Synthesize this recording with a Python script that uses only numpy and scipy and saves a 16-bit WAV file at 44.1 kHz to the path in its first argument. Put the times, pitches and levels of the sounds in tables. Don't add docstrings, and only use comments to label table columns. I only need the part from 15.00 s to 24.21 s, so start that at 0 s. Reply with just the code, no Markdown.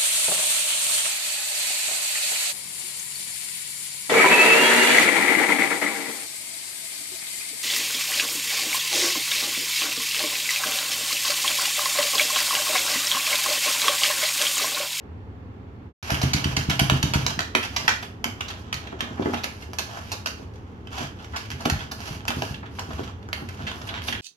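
import sys
import numpy as np
from scipy import signal
from scipy.fft import rfft, irfft, next_fast_len
from scipy.io import wavfile

SR = 44100
rng = np.random.default_rng(int(sys.argv[2]) if len(sys.argv) > 2 else 0)


def materialize(psi):
    bounded = np.clip(np.atleast_2d(psi).T, -1, 1)
    quanta = np.round(bounded * 32767).astype(np.int16)
    wavfile.write(sys.argv[1], SR, quanta)


N = 406161

# [t/s, skid level/dB, treble modes/dB, low modes/dB,
# skid decay/ms, first tick against the skid/dB]
CLAW_CONTACTS = [(1.094, -31, -12, 7, 6.1, 0), (1.104, -17.5, -5, -12, 1.6, 12.5),
                 (1.1139, -16.5, -8, -14, 7.3, 0), (1.1448, -19, -8.5, -30, 5.2, 16),
                 (1.216, -18.5, -3, -10, 2.7, 10), (1.2298, -16, -7, -17, 5, 8),
                 (1.3342, -14, -1.5, -38, 3.6, 9.5), (1.3649, -18.5, -11, -19, 5.4, 7),
                 (1.4417, -15, -7, -35, 2.2, 4), (1.5657, -11.5, -6, -17, 3.4, 5),
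                 (1.697, -12.5, -4, -27, 4.2, -18), (1.711, -17, -31, -16, 2.3, 7),
                 (1.7938, -6, -6.5, -15.5, 2.7, 9), (1.8984, -6, -10, -16.5, 1.1, 4),
                 (2.0275, -11, -5.5, -15, 2.5, -5), (2.137, -11.5, -6, -16, 8.5, 14.5),
                 (2.2649, -14, -4, -11, 1.26, 13.5), (2.3907, -11.5, -10.5, -17, 1.6, -1),
                 (2.4064, -26.5, -3, -14, 1.2, 22), (2.551, -8, -10, -27, 1.4, 17),
                 (2.6289, -17.5, -10.5, -16, 6.9, 9), (2.6508, -24, -6, -8, 4.5, 15),
                 (2.7637, -11.5, -6.5, -23, 3.1, 9), (2.8788, -4, -13.5, -46, 2.4, -4),
                 (2.8905, -18.5, -1.5, -5, 2.5, 15.5), (3.025, -22, -9.5, -13, 3.8, -3),
                 (3.242, -12, -8, -12.5, 1.2, -1), (3.407, -16.5, -12, -17, 2.5, -8),
                 (3.483, -25.5, -5, -27, 4.1, 6), (3.501, -20.5, -16, -18, 5.5, -4),
                 (3.728, -16, -11.5, -38, 2.2, 16.5), (3.741, -29.5, 2.5, -14, 2.2, 1),
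                 (3.8717, -27.5, -19, -30, 2.3, 2), (3.926, -46, -6, 9.5, 2.2, 12),
                 (3.9876, -33, -11, -3, 11, -4), (4.007, -15.5, -13.5, -16.5, 1.9, 17),
                 (4.171, -51.5, -18, 20.5, 16, 0), (4.2233, -28.5, -32, -3, 4.2, 5),
                 (4.2567, -42, -31, 17, 3.5, -5), (4.31, -38, -6, -15, 2.1, 8),
                 (4.3304, -26.5, -7, 0, 5.3, -3), (4.34, -21, -14, -4.5, 3.4, -8),
                 (4.372, -24, -12, -23, 8, 3), (4.435, -24, -2, -22, 3.9, -2),
                 (4.4416, -15, -9.5, -12, 2.2, 6), (4.623, -31.5, -6, -14, 4.4, 7),
                 (4.734, -32, -7, -9.5, 5, 22), (4.786, -19, -1, -25, 2, 9),
                 (4.7933, -20.5, -2.5, -9, 1.4, 15.5), (4.9708, -41.5, 1, 8.5, 3.8, 12),
                 (5.1181, -20, -1, -5.5, 5.1, 10), (5.2592, -16, -7, -14, 2.5, -3),
                 (5.271, -21.5, -4, -14, 1.5, 7), (5.5384, -46.5, -5, -18, 8.6, 14),
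                 (5.557, -46, -6, -20, 1.8, 10), (5.5774, -56, -7, -15, 2.2, 19),
                 (5.872, -33, -16, -12, 1.7, 9), (6.19, -36.5, -30, -4, 11, 11),
                 (6.2449, -34.5, -8, -22, 2.6, 15), (6.3358, -32.5, -22, 4.5, 13.4, 3),
                 (6.3616, -19, -6, -14.5, 6.8, 7), (6.504, -29.5, -5, -25, 5.8, 20),
                 (6.5165, -33, -8.5, -37, 5.5, 24), (6.603, -33, -1.5, 2.5, 4.9, 5),
                 (6.6536, -11.5, -9, -9, 2.7, 1), (6.6987, -12, -7, -10, 1.8, 10.5),
                 (6.8052, -26.5, -31, -4, 6, 0), (6.914, -22.5, -2, -9.5, 5.4, 4),
                 (7.005, -44, -5.5, -4.5, .8, 30), (7.175, -54, -14, -18, .8, 26),
                 (7.198, -54, -10, -10, .8, 27), (7.207, -48, -16, -8, .8, 30),
                 (7.2535, -45, -8, -3, .8, 31.5), (7.276, -45, -3, -7, 1.2, 24),
                 (7.2808, -14.5, -6.5, -19, 2.6, 12), (7.3051, -24.5, -9.5, -2.5, 3.9, 21.5),
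                 (7.4216, -19.5, -8.5, -5, 1.1, 13.5), (7.5429, -29, -14, -37, 2.8, 6),
                 (7.6306, -54.5, -54, 18, 7.1, 12), (7.658, -35.5, -16, -50, 7, 11),
                 (7.787, -31.5, -18, 0, 3.2, 7), (7.7923, -24, -4.5, -2, 2.5, -1),
                 (7.9054, -35, -21, 4, 5.4, 5), (7.933, -34, -10, -17, 2, 16),
                 (7.9804, -28.5, -15, -6, 13, 4), (8.035, -30, -10, -34, 5.2, 11),
                 (8.228, -43.5, -11, -20, 2.8, 12), (8.2881, -39, -7, 1, 1.2, 15),
                 (8.33, -14.5, -10, -23, 1.3, 3), (8.489, -30.5, -9, -35, 3.1, 16.5),
                 (8.5936, -38, -28, 3, 13, 11), (8.6232, -34, -17, -9, 31, 16),
                 (8.667, -15.5, -20, -22, 10.5, -4), (8.7141, -25, -14, -6, 2.3, 2),
                 (8.814, -27, -14.5, -4.5, 3.8, -2), (8.8706, -27, -10, -34, 7.4, 1),
                 (8.8898, -23, -27, -14, 3.7, 10), (8.9417, -22, -17, -42, 21, 14),
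                 (8.975, -29, -21, -20, 5.2, 0), (9.0201, -37, -13, -24, 1.2, 26),
                 (9.081, -15, -15, -17, 5, -12), (9.1259, -17, -16, -62, 3.3, 12),
                 (9.1494, -21.5, -18, -17, 2.6, -5)]
# [t/s, relative peak level/dB]
DIG_BLOWS = [(1.119, -12.5), (1.236, -7.5), (1.346, -10), (1.457, -9), (1.574, -13), (1.687, -9),
             (1.816, -6), (1.921, -6), (2.038, -8), (2.157, -7), (2.259, -19)]
# [f/Hz, relative level/dB, t60/s]
SHELL_MODES = [(84, 6, 0.066), (125.8, -1, 0.12), (167.6, -0.5, 0.05), (242.5, 2.5, 0.28), (303, 7, 0.03),
               (380, 1, 0.092), (477, -5.5, 0.029), (688, -10, 0.057), (838, -4.5, 0.051),
               (1053, 3.5, 0.0048), (1445, 20.5, 0.0031), (1660, 4.5, 0.0057), (2204, 4.5, 0.003),
               (2693, 7, 0.0021), (2993, 4, 0.0037), (3344, 6.5, 0.0024), (3776, 0.5, 0.0034),
               (4450, 10.5, 0.0015), (5240, 0, 0.0019), (5940, -1.5, 0.0026), (7030, 0, 0.0016),
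               (9960, -7.5, 0.0013), (11230, 0, 0.0011), (13800, -39, .003)]
# [lowest f/Hz, highest f/Hz]
MODE_FAMILIES = [(500, 1500), (1500, 3700), (3700, 8000), (8000, 15400)]
SPOT_LAGS_MS = [0, 0.086, -0.065]

FADE_FROM_S, SILENT_FROM_S, CUT_IN_S = .86, .93, 1.027


def from_db(db):
    return 10 ** (np.asarray(db) / 20)


def rms_one(x):
    return x / np.sqrt(np.mean(x ** 2) + 1e-20)


def in_time(rows):
    s, *columns = np.transpose(rows)
    return [np.interp(np.arange(N) / SR, s, c) for c in columns]


def at_hz(points, hz):
    table_hz, values = np.array(points).T
    return np.interp(np.log(hz), np.log(table_hz), values)


def ring(force, hz, t60):
    decay = from_db(-60 / (max(t60, .001) * SR))
    turn = 2 * np.pi * hz / SR
    poles = [1, -2 * decay * np.cos(turn), decay * decay]
    return signal.lfilter([.5, 0, -.5], poles, force + 1e-18)


def diffuse(length, band_gain):
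    # [f/Hz, left-right correlation]
    port_likeness = [(60, 0.93), (130, 0.99), (290, 0.88), (640, 0.28), (1410, -0.39), (3100, -0.057),
                     (6820, -0.11), (15000, -0.082)]
    out, edges = 0, 22 * 2 ** np.arange(0, 9.7, 1 / 3)
    white = rng.standard_normal((2, 2, length))
    for k, (low, high) in enumerate(zip(edges, edges[1:])):
        band = signal.butter(2, [low, high], "band", fs=SR, output="sos")
        mid, side = signal.sosfilt(band, white[k % 2])
        hz = np.sqrt(low * high)
        alike = np.clip(at_hz(port_likeness, hz), -1, 1)
        stereo = np.sqrt(1 + alike) * mid + np.sqrt(1 - alike) * side * [[1], [-1]]
        out = out + band_gain(hz) * stereo
    return out


def grit(shape, per_s, spread_db):
    sizes_db = spread_db * np.minimum(rng.exponential(1, shape), 4)
    sizes = from_db(sizes_db) * np.sign(rng.random(shape) - .5)
    return rms_one(sizes * (rng.random(shape) < per_s / SR))


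def on_spots(s, force):
    spots = len(SPOT_LAGS_MS)
    at = np.minimum((s * SR).astype(int)[:, None] + np.arange(force.shape[1]), N - 1)
    at = at + N * (np.arange(len(s)) % spots)[:, None]
    return np.bincount(at.ravel(), force.ravel(), spots * N).reshape(spots, N)


def rumble():
    # [f/Hz, relative level per Hz/dB]
    spectrum_db = [(22, -22), (45, -18.5), (90, 4.5), (135, -14.5), (230, -7.5), (310, -15.5), (400, -13.5),
                   (600, -26), (830, -21.5), (1300, -27.5), (2500, -36.5), (5000, -51.5), (7500, -55.5),
                   (10000, -58), (15500, -50)]
    # [t/s, level/dB]
    level_curve = [(0, -40.5), (.8, -41), (1.03, -39), (5, -40.5), (9.21, -39)]
    noise = rms_one(diffuse(N, lambda hz: from_db(at_hz(spectrum_db, hz))))
    return from_db(in_time(level_curve)[0]) * noise


def friction_db():
    # [middle t/s, length/s, level/dB, fine hiss above 8 kHz/dB, dull part under 1.5 kHz/dB]
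    slides = [(1.09, 0.26, -35.5, -55, -42), (2.39, 0.36, -53.5, -77.5, -52), (2.842, 0.2, -35, -56, -36.5),
              (3.037, 0.048, -55, -61, -62), (3.487, 0.21, -46, -73, -43), (3.6, 0.047, -48, -66, -53),
              (3.81, 0.32, -47, -80, -43), (4.087, 0.079, -44, -75, -36.5), (4.293, 0.23, -40.5, -64, -38),
              (4.548, 0.23, -49, -66, -54), (4.938, 0.15, -39.5, -62, -37.5), (5.077, 0.23, -44, -64, -55),
              (5.407, 0.087, -50.5, -72, -51), (5.998, 0.11, -30.5, -54.5, -31.5),
              (6.21, 0.081, -48, -71, -46), (6.416, 0.18, -43, -65.5, -58), (6.623, 0.074, -39.5, -62, -41),
              (6.807, 0.086, -36.5, -61, -55), (7.076, .15, -35.5, -54.5, -40),
              (7.437, 0.17, -36.5, -55.5, -39.5), (7.773, 0.084, -46, -64, -50),
              (7.95, 0.21, -42, -63.5, -42.5), (8.085, 0.05, -43.5, -81, -40.5), (8.39, .1, -54, -64, -40),
              (8.52, 0.15, -49.5, -70, -51), (8.597, 0.065, -43.5, -70, -57),
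              (8.76, 0.32, -46.5, -64, -43.5), (8.878, 0.035, -45, -57, -47), (8.94, 0.096, -60, -76, -35),
              (9.08, 0.079, -35, -48.5, -40)]
    t = np.arange(0, N / SR, 1 / 500)

    s, skid_db, treble_db, low_db = np.transpose(CLAW_CONTACTS)[:4]
    rise_s, fall_s = 0.017, 0.062
    age = np.maximum(t[:, None] - s, 0)
    drag = (1 - np.exp(-age / rise_s)) * np.exp(-age / fall_s)
    drag_db = np.transpose([skid_db - 30, skid_db + treble_db - 43, skid_db + low_db - 10])

    pull_s = 0.077
    pulls = [(s + pull_s / 2, pull_s, -32, -54, -34.5) for s, _ in DIG_BLOWS]
    middle, length, *slide_db = np.transpose(pulls + slides)
    swell = np.cos(np.pi * np.clip((t[:, None] - middle) / (2 * length), -.5, .5)) ** 2

    coat_db = np.array([-60, -85, -56])
    power = drag ** 2 @ from_db(2 * drag_db) + swell ** 2 @ from_db(2 * np.transpose(slide_db))
    power = power + from_db(2 * coat_db)
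    return in_time(np.column_stack([t, 10 * np.log10(power)]))


def rubbing():
    level_db, fine_db, dull_db = friction_db()
    spots, clump = len(SPOT_LAGS_MS), 300
    steps_db = 3.5 * rng.standard_normal((spots, N // clump + 1))
    clumps_db = np.repeat(steps_db, clump, axis=1)[:, :N]
    slips = rms_one(grit((spots, N), per_s=2500, spread_db=3.0) * from_db(clumps_db))
    slips = slips + from_db(-10.5) * grit((spots, N), per_s=54, spread_db=3.5)
    family_db = [dull_db - 35.5, level_db - 30.0, (level_db + fine_db) / 2 - 19.0, fine_db + 2]
    return [from_db(db) * slips for db in family_db]


def claws():
    s, skid_db, treble_db, low_db, skid_ms, tick_db = np.transpose(CLAW_CONTACTS)
    age = np.arange(SR // 15) / (np.maximum(skid_ms, .5)[:, None] * SR / 1000)
    force = grit(age.shape, per_s=5000, spread_db=3.0) * age ** 0.71 * np.exp(-age)
    force = 7.2 * force / np.sqrt(np.sum(force ** 2, axis=1, keepdims=True) + 1e-9)
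    force[:, 0] = from_db(tick_db)
    family_db = [skid_db + low_db - 20.5, skid_db - 22, skid_db + treble_db - 14, skid_db + treble_db - 4.5]
    return s, force, family_db


def scratching():
    s, force, claw_db = claws()
    uneven_db = rng.normal(0, 1.94, (len(s), len(SHELL_MODES)))
    out = 0
    for (low, high), touch_db, rub in zip(MODE_FAMILIES, claw_db, rubbing()):
        family = 0
        for k, (hz, mode_db, t60) in enumerate(SHELL_MODES):
            if low < hz < high:
                touch = from_db(touch_db + uneven_db[:, k])[:, None] * force
                family = family + from_db(mode_db) * ring(rub + on_spots(s, touch), hz, t60)
        out = out + signal.sosfilt(signal.butter(2, high, fs=SR, output="sos"), family)
    return out


def blows():
    # [delay t/s, level against the blow/dB, colour f/Hz]
    dig_jolts = [(.037, -12.5, 152), (.076, -12, 131)]
    # [t/s, relative peak level/dB, centre of the blow's colour f/Hz]
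    landings = [(1.136, -14, 126), (2.301, -22, 135), (2.378, -19.5, 149), (2.553, -16.5, 365),
                (2.78, -30, 132), (2.846, -23.5, 143), (3.257, -24, 238), (3.748, -27, 99),
                (3.93, -24.5, 450), (4.026, -24, 190), (4.11, -25, 195), (4.197, -15, 314),
                (4.212, -31, 290), (4.258, -15.5, 302), (4.273, -16.5, 380), (4.292, -30, 430),
                (4.236, -30, 524), (4.312, -23, 560), (4.335, -21, 239), (4.337, -10.5, 820),
                (4.371, -30, 219), (4.69, -32, 423), (5.398, -31.5, 400), (6.007, -22, 193),
                (6.044, -25.5, 113), (6.536, -24, 99), (6.659, -13.5, 224), (6.722, -12.5, 96),
                (6.794, -29, 112), (7.108, -21.5, 117), (7.294, -22.5, 211), (7.369, -17, 160),
                (7.425, -24, 224), (7.509, -20, 102), (7.788, -25, 1070), (7.89, -25, 190),
                (7.937, -25, 100), (7.994, -18, 470), (8.014, -25, 148), (8.422, -23.5, 181),
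                (8.604, -25, 174), (8.639, -24, 113), (9.091, -27, 200)]
    digs = [(s, db, 130.8) for s, db in DIG_BLOWS]
    jolts = [(s + later, db + loss_db, hz) for s, db in DIG_BLOWS for later, loss_db, hz in dig_jolts]
    return digs + jolts + landings


def thumps():
    s, peak_db, centre_hz = np.transpose(blows())
    part = np.arange(SR // 100) / SR * centre_hz[:, None] / 0.34
    push = np.sin(np.pi * np.minimum(part, 1)) ** 2
    push = push / push.sum(axis=1, keepdims=True)

    rebound_s, rebound_db = 0.01416, -8.5
    wait = round(rebound_s * SR)
    rebound = np.pad(push, ((0, 0), (wait, 0)))
    push = np.pad(push, ((0, 0), (0, wait))) + from_db(rebound_db) * rebound

    out = 0
    for hz, mode_db, t60 in SHELL_MODES:
        if hz < MODE_FAMILIES[1][0]:
            off_colour_db = 20.0 * np.log2(hz / centre_hz) ** 2
            gain = from_db(peak_db + mode_db - 7.5 - off_colour_db)
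            out = out + ring(on_spots(s, gain[:, None] * push), hz, t60)
    return out


def to_ports(x, lag_ms):
    # [f/Hz, lead/rad]
    left_leads = [(130, 0.15), (250, 0.56), (500, 2.68), (800, 0), (1500, 3), (2000, 4), (2700, -0.7),
                  (4800, 4), (8000, 1.5)]
    # [f/Hz, t60/s]
    room_t60 = [(100, 0.34), (300, 0.14), (800, 0.26), (2100, 0.37), (5500, 0.32), (12000, 0.3)]
    room_db, echo_s, echo_db = -2, .011, -16
    size, t = next_fast_len(N + SR // 2), np.arange(SR // 2) / SR
    hz = np.maximum(np.arange(size // 2 + 1) * SR / size, 1)

    lead = at_hz(left_leads, hz) - 2 * np.pi * hz * lag_ms / 1000
    direct = np.exp(.5j * lead * np.array([[1], [-1]]))
    echo = from_db(echo_db) * np.exp(-2j * np.pi * hz * echo_s * np.array([[1], [1.04]]))

    def band_decay(f):
        t60 = at_hz(room_t60, f)
        return from_db(-60 * t / t60) / np.sqrt(t60)

    tail = diffuse(len(t), band_decay)
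    tail = tail * np.minimum(t / 0.0015, 1) / np.sqrt(np.sum(tail ** 2) / 2)
    paths = direct + echo + from_db(room_db) * rfft(tail, size)
    return irfft(rfft(x, size) * paths, size)[:, :N]


def scene():
    pan = (scratching() + thumps()) * (np.arange(N) / SR > SILENT_FROM_S)
    return sum(to_ports(x, lag_ms) for x, lag_ms in zip(pan, SPOT_LAGS_MS)) + rumble()


def record(dry):
    # [f/Hz, level/dB]
    mic_colour = [(30, 4.5), (50, 1.5), (6500, 0), (8500, -6), (11500, -11.5), (15000, -9.5), (16500, -32)]
    # [f/Hz, left minus right level/dB]
    port_balance = [(100, 0), (250, -2.5), (500, -0.5), (1200, -0.5), (2400, -4), (4400, -7), (6000, -3.5),
                    (8500, 0.5), (15000, 3.5)]
    hz, t = np.maximum(np.arange(N // 2 + 1) * SR / N, 1), np.arange(N) / SR
    colour_db = at_hz(mic_colour, hz) + .5 * at_hz(port_balance, hz) * np.array([[1], [-1]])
    heard = np.tanh(irfft(rfft(dry) * from_db(colour_db), N))
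    fade = np.clip((SILENT_FROM_S - t) / (SILENT_FROM_S - FADE_FROM_S), 0, 1)
    gate = fade + (t > CUT_IN_S)
    top_cut = signal.cheby2(12, 80, 16600, fs=SR, output="sos")
    return signal.sosfilt(top_cut, heard * gate)


dry = scene()
out = record(dry)
materialize(out)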